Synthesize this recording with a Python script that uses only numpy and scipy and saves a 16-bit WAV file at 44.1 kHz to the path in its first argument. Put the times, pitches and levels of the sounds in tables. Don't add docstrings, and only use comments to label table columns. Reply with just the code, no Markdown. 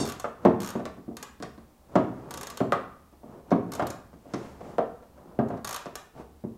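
import sys
import numpy as np
from scipy import signal
from scipy.fft import rfft, irfft, next_fast_len
from scipy.io import wavfile
from scipy.ndimage import uniform_filter1d

SR = 44100
rng = np.random.default_rng(int(sys.argv[2]) if len(sys.argv) > 2 else 0)


def wrap_up_sound(samples):
    columns = np.atleast_2d(samples).T
    tamed = np.clip(columns, -1, 1)
    steps = np.round(tamed * 32767).astype(np.int16)
    wavfile.write(sys.argv[1], SR, steps)


N = 290045

# start_s, strength_db, spot_pitch_hz, softness_db_per_octave
KNOCK_EVENTS = [(0, -26.5, 150, 5), (0.2423, -26.5, 950, 12.5), (0.4507, -8, 388, 10.5),
                (.753, -23.5, 317, 10), (.795, -30, 380, 9.5), (.8545, -37, 695, 4.5),
                (.974, -39, 358, 12.5), (1.079, -31, 287, 15), (1.111, -42, 463, 15),
                (1.401, -40.5, 192, 5.5), (1.425, -35, 280, 3), (1.578, -46, 238, 5.5),
                (1.9549, -11.5, 404, 9.5), (2.604, -17, 366, 10), (2.722, -18.5, 990, 11),
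                (3.126, -52.5, 327, 7), (3.232, -40.5, 406, 13), (3.5065, -43.5, 650, 4.5),
                (3.5157, -12.5, 385, 11), (3.795, -24, 800, 10), (3.823, -23, 410, 8.5),
                (4.13, -46, 283, 7), (4.255, -42, 454, 16.5), (4.337, -29, 214, 4), (4.607, -41, 557, 8.5),
                (4.783, -21, 636, 11.5), (5.024, -51.5, 560, 8), (5.176, -54, 720, 8),
                (5.389, -15.5, 382, 12.5), (5.502, -30.5, 470, 11), (5.571, -41.5, 407, 7),
                (5.857, -34.5, 400, 6), (6.438, -26, 346, 17.5)]
# low_hz, high_hz
BAND_EDGES = [(100, 400), (400, 1000), (1000, 1800), (1800, 3500), (3500, 14000)]
BAND_GAINS = [-0.5, -0.56, 0.21, -2.64, 0.68]
# crack_fade_s, boom_vs_crack_db, push_vs_crack_db (a fade time is a 60 dB drop)
BAND_RINGING = [(0.16, 2.5, -7), (0.068, 5.5, 3), (0.11, -3.5, -7.5), (0.14, -35, -17), (0.014, -33.5, -8)]
# pitch_hz, relative_db, fade_s
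SHELL_TONES = [(146, -19, 0.63), (176.7, 1.5, 0.24), (227, 1.5, 0.18), (265.7, 0.5, 0.45),
               (303.6, 0.5, 0.36), (364, -4.5, 0.13), (397.6, -4, 0.2), (411, -11, 0.12), (487, -25, 0.93),
               (552, 3, 0.074), (588, 10.5, 0.078), (635.4, 7.5, 0.24), (694.5, 3, 0.16),
               (764.4, 2.5, 0.26), (836, -10.5, 0.16), (991, -11.5, 0.3), (1120, -10.5, 0.054),
               (1118, 2, 0.11), (1157, -11.5, 0.45), (1206, -9.5, .1), (1366, -7, 0.16), (1568, -7, 0.089),
               (1620, -49, 0.14), (2038, -5, 0.11), (1930, -40, 0.085), (2490, -31, 0.17)]
# pitch_hz, relative_db
CRACK_SPECTRUM = [(50, -19), (90, -16), (130, 2.5), (200, 1.5), (450, 2), (700, -8), (1200, -2),
                  (2000, -25), (3200, -33.5), (6000, -34), (10000, -49), (15000, -76)]
# pitch_hz, relative_db
SQUEAK_SPECTRUM = [(1500, -30), (3000, -4.5), (4500, 2), (6500, -0.5), (9000, -2.5), (10500, -17),
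                   (15000, -29)]
# middle_s, length_s, murmur_db, hiss_db
HAND_SLIDES = [(0.03, 0.088, -31.5, -42), (2.27, 0.58, -45.5, -59), (3.334, 0.15, -46, -66),
               (3.8, 0.24, -39, -59), (4.42, 0.25, -47.5, -48.5), (4.689, 0.17, -44, -52),
               (5.292, 0.28, -50, -80), (5.534, 0.1, -36.5, -71), (6.196, 0.076, -41.5, -53)]
# pitch_hz, relative_db
MURMUR_SPECTRUM = [(50, -16), (130, 5.5), (250, 5.5), (600, 1), (1200, -8), (2000, -25.5), (4000, -40),
                   (15000, -64)]
# pitch_hz, relative_db
HISS_SPECTRUM = [(500, 17.5), (1800, 5), (4000, -5), (7000, -5), (10000, -13.5), (15000, -24)]
# pitch_hz, relative_db
AIR_SPECTRUM = [(20, -1), (30, 1.5), (42, 1.5), (52, 4), (72, 16), (100, -8), (200, 0.5), (400, -8.5),
                (800, -7.5), (1600, -20.5), (3000, -24), (7000, -26), (15000, -26.5)]
# pitch_hz, fade_s
ROOM_FADES = [(80, 0.79), (210, 0.67), (560, 0.47), (1500, 0.56), (4000, 0.44), (8000, 0.35), (14000, 0.36)]
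# start_s, tooth_count, length_s, level_db
WHEEL_ROCKS = [(0.052, 3, .0225, -46), (0.089, 2, 0.0091, -44.5), (0.1213, 1, 0.01, -45.5),
               (0.1978, 1, 0, -43.5), (0.6034, 8, 0.1, -45), (1.1684, 1, 0, -45.5), (1.2274, 1, 0, -42.5),
               (2.3081, 3, 0.066, -43), (2.4113, 2, .021, -43.5), (2.4703, 2, 0.031, -45),
               (2.573, 1, 0, -43.5), (2.727, 1, 0.052, -52), (3.7197, 3, 0.031, -44.5),
               (3.869, 2, .0332, -43), (5.4855, 1, 0, -61), (5.646, 1, 0, -39), (5.6739, 6, .088, -40.5),
               (5.9546, 1, 0, -40.5)]
# pitch_hz, relative_db
SNAP_SPECTRUM = [(400, 0.5), (800, -5.5), (1200, -1.5), (2200, -14.5), (3200, -13), (4500, -6.5),
                 (7000, 11.5), (9500, 9.5), (13500, 8.5), (16000, -15)]
# pitch_hz, relative_db, fade_s
HUB_TONES = [(1149, 15.5, 0.23), (1173, -16, 0.104), (1517, 3, 0.35), (1860, -13, 0.14), (3710, 6, 0.059),
             (4320, 13.5, 0.042), (5450, 19, 0.014), (6560, 16.5, 0.036), (6500, -33, 0.073),
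             (7200, -14, 0.069), (7800, -20, .08), (8900, 4.5, 0.081), (11100, 12, 0.011)]


def undb(db):
    return 10 ** (np.asarray(db) / 20)


def level(x, db, span_s=None):
    head = x if span_s is None else x[:int(span_s * SR)]
    return x * undb(db) / np.sqrt(np.mean(head ** 2))


def fade(t, fade_s):
    return np.exp(-np.log(1000) * t / max(fade_s, 1e-3))


def at_pitch(hz, points):
    pitches, values = np.transpose(points)
    return np.interp(np.log(np.maximum(hz, 1)), np.log(pitches), values)


def tint(x, spectrum):
    size = next_fast_len(len(x))
    gain = undb(at_pitch(np.fft.rfftfreq(size, 1 / SR), spectrum))
    return level(irfft(rfft(x, size) * gain, size)[:len(x)], 0)


def band(x, lo, hi, order=3):
    return signal.sosfilt(signal.butter(order, [lo, hi], "band", fs=SR, output="sos"), x)


def add(track, start_s, x):
    i = int(np.clip(start_s * SR, 0, N - 1))
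    track[i:i + len(x)] += x[:N - i]


def ring(t, tones, scatter, detune):
    sound = 0
    for k, (hz, db, fade_s) in enumerate(tones):
        gain = undb(db) * (1 + scatter * rng.standard_normal())
        pitch_hz = hz * (1 + detune * rng.standard_normal())
        sound += (-1) ** k * gain * fade(t, fade_s) * np.sin(2 * np.pi * pitch_hz * t)
    return sound


def shoves(count=3):
    return sorted(KNOCK_EVENTS, key=lambda knock: -knock[1])[:count]


def bounces(delay_s=.011, drop_db=4, extra_softness=6.5):
    return [(at + delay_s, db - drop_db, hz, soft + extra_softness) for at, db, hz, soft in shoves()]


def knock_levels(strength_db, spot_hz, softness, bass_db_per_octave=7):
    octaves = np.log2(np.sqrt(np.prod(BAND_EDGES, axis=1)) / spot_hz)
    tilt_db = bass_db_per_octave * np.minimum(octaves, 0) - softness * np.maximum(octaves, 0)
    return strength_db + np.array(BAND_GAINS) + tilt_db


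def knocks(hold_s, blow_s=.03):
    at_opening, into_room = np.zeros(N), np.zeros(N)
    t = np.arange(SR // 2) / SR
    tap = signal.unit_impulse(len(t))
    for start, strength_db, spot_hz, softness in KNOCK_EVENTS + bounces():
        levels = knock_levels(strength_db, spot_hz, softness)
        tones = ring(t, SHELL_TONES, scatter=.35, detune=.008) * fade(t, fade_s=.6)
        crowd = tint(rng.standard_normal(len(t)), CRACK_SPECTRUM)
        for (lo, hi), db, (fade_s, boom_db, push_db) in zip(BAND_EDGES, levels, BAND_RINGING):
            dying = fade(np.maximum(t - hold_s, 0), fade_s)
            rise = 1 - np.exp(-t * hi)
            crack = level(band(crowd, lo, hi) * dying * rise, 0, blow_s)
            push = level(band(tap, lo, (lo + hi) / 2), push_db, blow_s)
            boom = level(band(tones, lo, hi), boom_db, blow_s)
            add(at_opening, start, level(push + crack + boom, db, blow_s))
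            add(into_room, start, level(push + crack + boom / 2, db, blow_s))
    return at_opening, into_room


def squeak(start_s, length_s, db, slip_hz, glide):
    progress = np.linspace(0, 1, int(length_s * SR))
    waver = .012 * level(uniform_filter1d(rng.standard_normal(len(progress)), size=200), 0)
    cycles = np.cumsum(slip_hz * (1 + glide * progress + waver)) / SR
    pulses = level(np.diff(cycles % 1, prepend=0), 0) + .5 * rng.standard_normal(len(progress))
    loudness = np.minimum(progress * 20, 1) * (1 - progress)
    track = np.zeros(N)
    add(track, start_s, level(tint(pulses, SQUEAK_SPECTRUM) * loudness, db))
    return track


def rubbing(slips_per_s=3000, seating_s=.096):
    t = np.arange(N) / SR
    slips = rng.standard_normal(N) * (rng.random(N) < slips_per_s / SR)
    murmur = tint(slips, MURMUR_SPECTRUM)
    hiss = tint(rng.standard_normal(N), HISS_SPECTRUM)
    seatings = [(at, seating_s, db - 36, db - 48.5) for at, db, _, _ in shoves()]
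    track = np.zeros(N)
    for middle_s, length_s, murmur_db, hiss_db in HAND_SLIDES + seatings:
        swell = np.exp(-(2 * (t - middle_s) / length_s) ** 2)
        track += swell * (undb(murmur_db) * murmur + undb(hiss_db) * hiss)
    return track


def ventilation(db):
    return undb(db) * tint(rng.standard_normal(N), AIR_SPECTRUM)


def room(x, echo_db, build_s, gap_s=.007):
    t = np.arange(SR) / SR
    noise, tail = rfft(rng.standard_normal(SR)), 0
    edges_hz = 45 * 2 ** (np.arange(18) / 2)
    hz = np.fft.rfftfreq(SR, 1 / SR)
    for lo, hi in zip(edges_hz, edges_hz[1:]):
        part = irfft(noise * (hz >= lo) * (hz < hi), SR)
        tail += part * fade(t, at_pitch(np.sqrt(lo * hi), ROOM_FADES))
    tail *= 1 - np.exp(-np.maximum(t - gap_s, 0) / build_s)
    return undb(echo_db) * signal.fftconvolve(x, tail / np.sqrt(np.sum(tail ** 2)))[:N]


def teeth(jitter_s=.0006, scatter_db=.45):
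    for start, count, length_s, db in WHEEL_ROCKS:
        for at in start + np.linspace(0, length_s, count):
            late, weak = rng.standard_normal(2)
            yield at + jitter_s * late * (at > start), db - scatter_db * weak


def freewheel(steel_fade_s, hub_fade_s, buzz_db, buzz_fade_s, snap_s=.008):
    snaps, rings = np.zeros(N), np.zeros(N)
    t = np.arange(SR // 4) / SR
    buzz = undb(buzz_db) * fade(t, buzz_fade_s)
    for start, steel_db in teeth():
        hub_db = steel_db + 3.5
        lag_s = rng.uniform(.0015, .004)
        noise = tint(rng.standard_normal(len(t)), SNAP_SPECTRUM)
        for lo, hi, db, fade_s in (3500, 16000, steel_db, steel_fade_s), (450, 3500, hub_db, hub_fade_s):
            drops = fade(t, fade_s) + (t > lag_s) * fade(np.abs(t - lag_s), fade_s) / 2
            add(snaps, start, level(band(noise * (drops + buzz), lo, hi), db, snap_s))
        hub_ring = ring(t, HUB_TONES, scatter=.4, detune=.005)
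        add(rings, start, level(hub_ring, hub_db - 4.5, snap_s))
    return snaps, rings


def scene():
    at_opening, into_room = knocks(hold_s=.0089)
    snaps, rings = freewheel(steel_fade_s=.013, hub_fade_s=.039, buzz_db=-19.5, buzz_fade_s=.14)
    hands = rubbing()
    bright = snaps + squeak(start_s=0, length_s=.059, db=-39, slip_hz=949, glide=-.09)
    echoes = room(into_room + hands, echo_db=-8.5, build_s=.0022)
    echoes += room(band(bright, 270, 5700, order=1), echo_db=-3.5, build_s=.00047)
    return (at_opening + hands + bright + rings + echoes + ventilation(db=-57))[None]


def record(dry):
    return signal.sosfilt(signal.ellip(8, .2, 70, 15700, fs=SR, output="sos"), dry)


dry = scene()
out = record(dry)
wrap_up_sound(out)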